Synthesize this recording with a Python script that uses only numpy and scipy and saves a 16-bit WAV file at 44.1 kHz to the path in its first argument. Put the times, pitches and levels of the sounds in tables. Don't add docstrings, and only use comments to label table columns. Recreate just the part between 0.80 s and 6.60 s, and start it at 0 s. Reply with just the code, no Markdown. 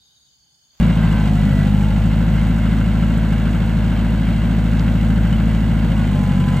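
import sys
import numpy as np
from scipy import signal
from scipy.fft import rfft, irfft
from scipy.io import wavfile
from scipy.ndimage import uniform_filter1d

SR = 44100
rng = np.random.default_rng(int(sys.argv[2]) if len(sys.argv) > 2 else 0)


def generate_wav(sig):
    pcm = np.round(np.clip(np.atleast_2d(sig).T, -1, 1) * 32767).astype(np.int16)
    wavfile.write(sys.argv[1], SR, pcm)


def magnitude_from_level(level_db):
    exponent = np.asarray(level_db, float) / 20
    return 10 ** exponent


N = 255780

FIRING_AT = .11
RISE_S = 0.0016
# (frequency before detuning [Hz], relative level [dB], t60 [s])
STEEL_MODES = [(1398, 4, 0.035), (1572, -4.5, 0.042), (2025, 2, 0.058), (2186, 0, 0.044), (2850, 5, 0.042),
               (3133, 4, 0.043), (4010, 1.5, 0.024), (4800, -3.5, 0.046)]


def evened(x):
    return x / np.sqrt(np.mean(x ** 2) + 1e-20)


def read(points, hz):
    f, value = np.transpose(points)
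    return np.interp(np.log(hz + 1), np.log(f + 1), value)


def follow(rows):
    s, *columns = np.transpose(rows)
    return [np.interp(np.arange(N) / SR, s, c) for c in columns]


def drift(hz):
    steps = round(N / SR * hz) + 2
    values = rng.standard_normal(steps)
    return evened(np.interp(np.linspace(0, steps - 1, N), np.arange(steps), values))


def spread(direct, scattered, spectrum, db):
    # (frequency [Hz], correlation [0-1])
    likeness = [(60, .98), (300, .99), (800, .82), (1400, .82), (2400, .8), (3000, .87), (5500, .6),
                (6500, .95), (8000, .8), (9600, 1), (10800, 1), (11700, .7), (13200, 1), (15000, .7)]
    hz = np.fft.rfftfreq(N, 1 / SR)
    same = np.clip(read(likeness, hz), 0, 1)
    mid = np.sqrt(1 + same) * rfft(direct)
    side = np.sqrt(1 - same) * rfft(scattered)
    colour = magnitude_from_level(read(spectrum, hz))
    return magnitude_from_level(db) * evened(irfft(colour * np.array([mid + side, mid - side]), N))


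def knock_gate(cycle, decay, rise):
    cylinder_db = [-2, -0.9, -3.3, -3]
    firing = 4 * (cycle - FIRING_AT) + 4
    count, part = firing.astype(int), firing % 1
    chance_db = 1.6 * rng.standard_normal(count.max() + 1)
    size_db = np.array(cylinder_db)[count % 4] + chance_db[count]
    return magnitude_from_level(size_db) * np.exp(-part / decay) * (1 - np.exp(-part / rise))


def ring(modes, t, near_hz):
    out = 0
    for hz, db, t60 in modes:
        off_pitch_db = 4.6 * np.log2(hz / near_hz) ** 2
        level_db = db + 2.5 * rng.standard_normal() - off_pitch_db - 60 * t / t60
        phase = 2 * np.pi * hz * rng.uniform(.94, 1.06) * t + 2 * np.pi * rng.random()
        out = out + magnitude_from_level(level_db) * np.sin(phase)
    return out


def tone(hz, db):
    phase = 2 * np.pi * np.cumsum(hz) / SR + .2 * drift(30)
    return np.sqrt(2) * magnitude_from_level(db + drift(25)) * np.sin(phase)


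def swells(rows, pulse_hz):
    edge_s = .06
    t, out = np.arange(N) / SR, np.zeros(N)
    for s, length, multiple, db in rows:
        shape = np.clip(np.minimum(t - s, s + length - t) / edge_s, 0, 1)
        out += np.sin(np.pi / 2 * shape) ** 2 * tone(round(multiple) * pulse_hz, db)
    return out


def snap():
    start_s, peak_db = 3.995, -27
    out, t = np.zeros(N), np.arange(SR // 100) / SR
    out[round(start_s * SR):][:len(t)] = rng.standard_normal(len(t)) * magnitude_from_level(-60 * t / .012)
    band = signal.butter(2, [2500, 5600], "bandpass", fs=SR, output="sos")
    crack = signal.sosfilt(band, out)
    return magnitude_from_level(peak_db) * crack / abs(crack).max()


def pump_whine(rate):
    # (start [s], length [s], multiple of the pump pulse, level [dB])
    whine_rows = [(.12, .36, 2, -44), (.15, .36, 3, -41), (.55, .33, 3, -45), (.3, .2, 4, -47),
                  (.54, .37, 4, -43)]
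    pulses_per_cycle = 39
    return swells(whine_rows, pulses_per_cycle * rate / 4)


def firing_overtones(rate):
    # (start [s], length [s], multiple of the firing rate, level [dB])
    overtone_rows = [(0, .15, 10, -42), (.22, .25, 18, -44), (.32, .2, 16, -41), (.44, .2, 14, -39.5),
                     (.64, .18, 11, -38.5), (.71, .17, 13, -40.5), (.8, .42, 16, -44), (.82, .35, 17, -44),
                     (1.0, .13, 10, -43), (1.11, .13, 12, -43), (5.07, .1, 10, -36), (5.13, .18, 28, -40),
                     (5.12, .15, 21, -42), (5.26, .29, 21, -41), (5.51, .35, 21, -39), (5.3, .55, 17, -41),
                     (5.31, .11, 12, -38), (5.56, .1, 11, -39)]
    return swells(overtone_rows, rate)


def clanks(cycle):
    # (time [s], peak level [dB], favoured pitch [Hz])
    clank_rows = [(0.0827, -26, 1290), (0.2284, -25.5, 1590), (0.6934, -25, 1490), (1.1618, -28, 1460),
                  (1.578, -23.5, 1630), (2.747, -29, 1450), (3.4884, -29.5, 1230), (3.9964, -30, 1390),
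                  (4.0792, -27, 1460), (4.527, -25.5, 1460)]
    # (frequency before detuning [Hz], relative level [dB], t60 [s])
    treble_modes = [(7100, 11, 0.0097), (8020, -5, 0.027), (8550, 1, 0.021), (12500, -6, 0.018),
                    (13900, -9.5, 0.023)]
    clank_treble_db = -22
    first_s = 5.275
    labour_db, labour_db_per_s = -28.5, 10
    labour_hz, labour_hz_per_s = 1400, 1200
    labour_treble_db, labour_treble_db_per_s = -12.5, 19

    turns = cycle - cycle[round(first_s * SR)]
    late = np.interp(np.arange(int(turns[-1]) + 1), turns, np.arange(N) / SR) - first_s
    rows = [(*row, clank_treble_db) for row in clank_rows]
    for s in late:
        rows.append((first_s + s, labour_db + labour_db_per_s * s, labour_hz + labour_hz_per_s * s,
                     labour_treble_db + labour_treble_db_per_s * s))

    out, t = np.zeros(N + SR), np.arange(SR // 10) / SR
    bounce = round(.009 * SR)
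    for s, db, hz, treble_db in rows:
        blow = ring(STEEL_MODES, t, hz) + magnitude_from_level(treble_db) * ring(treble_modes, t, 11000)
        roughness = evened(uniform_filter1d(rng.standard_normal(len(t)), size=60))
        blow *= (1 + .5 * roughness) * (1 - np.exp(-t / RISE_S))
        blow[bounce:] += .5 * blow[:-bounce]
        out[round(s * SR):][:len(t)] += magnitude_from_level(db) * blow / abs(blow).max()
    return out[:N]


def tappet(cycle):
    blow_places = [.36, .5]
    ring_hz = [1394, 1538]
    # (time [s], relative level [dB])
    strength = [(0, -40), (1.2, -36), (1.8, -30), (2.6, -32.5), (3.4, -37), (4.5, -32), (5.2, -46),
                (5.8, -32)]
    t = np.arange(SR // 20) / SR
    blow = sum(np.sin(2 * np.pi * hz * t) for hz in ring_hz)
    blow = blow * magnitude_from_level(-60 * t / 0.034) * (1 - np.exp(-t / 0.00073))
    beats = sum(np.diff(np.floor(cycle - place)) > 0 for place in blow_places)
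    size = magnitude_from_level(follow(strength)[0][1:] + 1.4 * rng.standard_normal(N - 1))
    return signal.oaconvolve(beats * size, blow)[:N]


def gears(cycle):
    gear_orders = [49, 52, 55, 60, 68, 73, 80, 84, 92, 94, 100, 107, 111, 117, 132, 143, 150, 152, 159, 160,
                   169, 194, 204, 205, 234, 240]
    gear_db = [-58, -62.5, -51.5, -50.5, -57, -52.5, -54, -61, -60, -60, -57, -49.5, -57, -54, -57, -56.5,
               -63, -56, -59.5, -60, -59, -56.5, -58.5, -70, -65, -68.5]
    out = np.zeros(N)
    for order, db in zip(gear_orders, gear_db):
        phase = 2 * np.pi * (order * cycle + rng.random()) + 0.57 * drift(6)
        out += np.sqrt(2) * magnitude_from_level(db + 1.1 * drift(4)) * np.sin(phase)
    return out


def hiss(cycle):
    # (frequency [Hz], relative level [dB])
    hiss_colour = [(1500, -3.5), (2900, 11), (4200, 2.5), (5600, -9.5), (7500, -29.5), (9000, -49)]
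    swell = (0.17 + knock_gate(cycle, 1.0, 0.069)) * magnitude_from_level(.5 * drift(9))
    return spread(*(rng.standard_normal((2, N)) * swell), hiss_colour, -47)


def roar(cycle):
    # (frequency [Hz], relative level [dB])
    roar_colour = [(200, -20), (330, 2.5), (430, -1.5), (560, 0), (800, -2), (1200, -7.5), (1470, -7),
                   (1680, -3.5), (1820, -11.5), (2070, -8), (2480, -14.5), (2800, -12.5), (4500, -20.5),
                   (6000, -42.5)]
    # (frequency [Hz], share of power [0-1])
    repeat_share = [(300, 0.04), (500, 0.3), (1000, 0.09), (2000, 0.04), (3000, 0.04)]
    pattern = rng.standard_normal(3200)
    places = np.arange(len(pattern)) / len(pattern)
    repeated = evened(np.interp(cycle % 1, places, pattern, period=1))
    pumping = evened(1 + 1.6 * knock_gate(cycle, 1.0, 0.053)) * magnitude_from_level(0.45 * drift(12))
    fresh = rng.standard_normal((2, N)) * pumping
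    share = np.clip(read(repeat_share, np.fft.rfftfreq(N, 1 / SR)), 0, 1)
    direct = irfft(np.sqrt(share) * rfft(repeated) + np.sqrt(1 - share) * rfft(fresh[0]), N)
    return spread(direct, fresh[1], roar_colour, -34.5)


def injectors(cycle):
    # (frequency [Hz], relative level [dB])
    spray_colour = [(3500, -20), (5500, -1), (7200, 2.5), (9000, 3), (10200, 6), (11500, -14), (14000, -16),
                    (16000, -9.5)]
    noise = rng.standard_normal((2, N)) * (.3 + knock_gate(cycle, .6, .06))
    return spread(*noise, spray_colour, -51)


def knocks(cycle):
    # (frequency before detuning [Hz], relative level [dB], t60 [s])
    block_modes = [(510, 5, .06), (585, -8, 0.017), (710, 0, 0.04), (943, 2.5, 0.081)]
    variants = 12
    beats = np.diff(np.floor(8 * (cycle - FIRING_AT))) > 0
    size = magnitude_from_level(3 * np.clip(rng.standard_normal(N - 1), -2, 1.5)) * beats
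    variant = rng.integers(0, variants, N - 1)
    t, out = np.arange(SR // 20) / SR, np.zeros(N)
    for k in range(variants):
        blow = ring(STEEL_MODES, t, 600 * 1.156 ** k) + 0.47 * ring(block_modes, t, 600 * 1.127 ** k)
        out += signal.oaconvolve(size * (variant == k), blow * (1 - np.exp(-t / RISE_S)))[:N]
    return magnitude_from_level(-44.5) * evened(out)


def rumble(cycle):
    # (frequency [Hz], relative level [dB])
    rumble_colour = [(25, -20), (45, 11), (75, 5), (130, 17), (190, 17), (260, 16), (340, -32)]
    puffs = rng.standard_normal((2, N)) * (1 + 0.59 * knock_gate(cycle, 0.64, 0.07))
    return spread(*puffs, rumble_colour, -24)


def exhaust(cycle, load):
    first_order = 3
    # (idle level [dB], loaded level [dB])
    orders_db = [(-47, -54), (-17, -19.5), (-39, -35.5), (-64, -36.5), (-34, -31.5), (-21.5, -20.5),
                 (-35.5, -39), (-30, -49), (-50.5, -24.5), (-22.5, -19), (-26, -43), (-27.5, -31.5),
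                 (-38.5, -24), (-23, -21), (-34, -42.5), (-33, -44), (-38.5, -25), (-52, -27),
                 (-41.5, -42.5), (-40.5, -60), (-48, -58), (-41, -41.5), (-64.5, -46.5), (-57, -41),
                 (-58.5, -74), (-64.5, -53), (-68.5, -64), (-51, -67), (-54, -77), (-80.5, -55), (-66, -63),
                 (-55, -60), (-60, -61), (-50, -52.5), (-55, -55), (-54, -61), (-65.5, -59), (-50.5, -46.5),
                 (-53, -50), (-68.5, -51.5), (-52, -49.5), (-44.5, -71)]
    even_pulse = (.145, -.011, -.45)
    uneven_pulse = (.25, .053, -1.62)
    out = np.zeros(N)
    for order, (idle_db, load_db) in enumerate(orders_db, first_order):
        even = order % 4 == 0
        place, lag, offset = even_pulse if even else uneven_pulse
        waver = (.03 if even else .09) * np.sqrt(order / 4)
        phase = 2 * np.pi * order * (cycle - place) - lag * order ** 2 + offset
        phase = phase + waver * drift(12.0)
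        level_db = idle_db + (load_db - idle_db) * load + 5 * waver * drift(7)
        out += np.sqrt(2) * magnitude_from_level(level_db) * np.cos(phase)
    return out


def pipe_boom(note):
    # (centre time [s], boost [dB])
    boom_swells = [(.04, 6), (.24, 6)]
    pipe_hz, width_hz, half_length_s = 163, 14, .065
    t = np.arange(N) / SR
    boom_db = sum(db * np.exp(-.5 * ((t - s) / half_length_s) ** 2) for s, db in boom_swells)
    boom = signal.lfilter(*signal.iirpeak(pipe_hz, pipe_hz / width_hz, SR), note)
    return (magnitude_from_level(boom_db) - 1) * boom


def scene():
    # (time [s], firing rate [Hz])
    speed = [(0.0, 55.42), (0.231, 53.8), (0.567, 50.94), (0.714, 50.31), (0.839, 50.46), (0.96, 50.97),
             (1.257, 53.0), (1.427, 53.53), (2.04, 53.8), (3.467, 54.0), (4.502, 53.9), (5.054, 54.05),
             (5.157, 53.28), (5.36, 49.53), (5.452, 48.42), (5.563, 47.97), (5.8, 48.09)]
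    # (time [s], exhaust level [dB], rattle level [dB])
    balance = [(0, 1, 4), (.12, -2, 1.5), (.3, -0.5, 2), (1, 0, 0), (2, -1.5, .5), (3.6, -2, 0),
               (4.4, -.5, 0), (5.3, -2, 0), (5.8, -2.5, 0.5)]
    idle_rate, loaded_rate = 53.6, 49.5
    rate, = follow(speed)
    cycle = np.cumsum(rate) / SR / 4
    load = np.clip((idle_rate - rate) / (idle_rate - loaded_rate), 0, 1)
    exhaust_db, rattle_db = follow(balance)

    note = exhaust(cycle, load) + rumble(cycle)
    low = magnitude_from_level(exhaust_db) * (note + pipe_boom(note))
    rattle = roar(cycle) + hiss(cycle) + knocks(cycle) + tappet(cycle)
    rattle = rattle + magnitude_from_level(-5 * load) * gears(cycle)
    spray = magnitude_from_level(2.5 * load + .6 * rattle_db) * injectors(cycle)
    lines = pump_whine(rate) + firing_overtones(rate)
    return low + magnitude_from_level(rattle_db) * rattle + spray + lines + clanks(cycle) + snap()


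def low_pass(x):
    return signal.sosfilt(signal.butter(12, 15730, fs=SR, output="sos"), x)


def record(dry):
    # (frequency [Hz], left minus right [dB])
    port_tilt = [(60, .9), (200, .7), (380, -.4), (700, -3), (1290, .4), (2380, -1.5), (4400, -2),
                 (6500, 0), (15000, 0)]
    # (frequency [Hz], lead of the left [rad])
    port_lead = [(0, 0), (60, .22), (130, .26), (170, -.28), (340, -.3), (860, .53), (1380, -.31),
                 (2400, .64), (4990, 1.41), (6030, -.3), (7600, -.43), (9600, -3.14), (10900, -3.14),
                 (12600, -6.28), (14300, -6.35), (15800, -8.8)]
    hz = np.fft.rfftfreq(N, 1 / SR)
    half = magnitude_from_level(read(port_tilt, hz) / 2) * np.exp(.5j * read(port_lead, hz))
    mix = irfft(rfft(dry) * np.array([half, 1 / half]), N)
    return low_pass(mix)


dry = scene()
out = record(dry)
generate_wav(out)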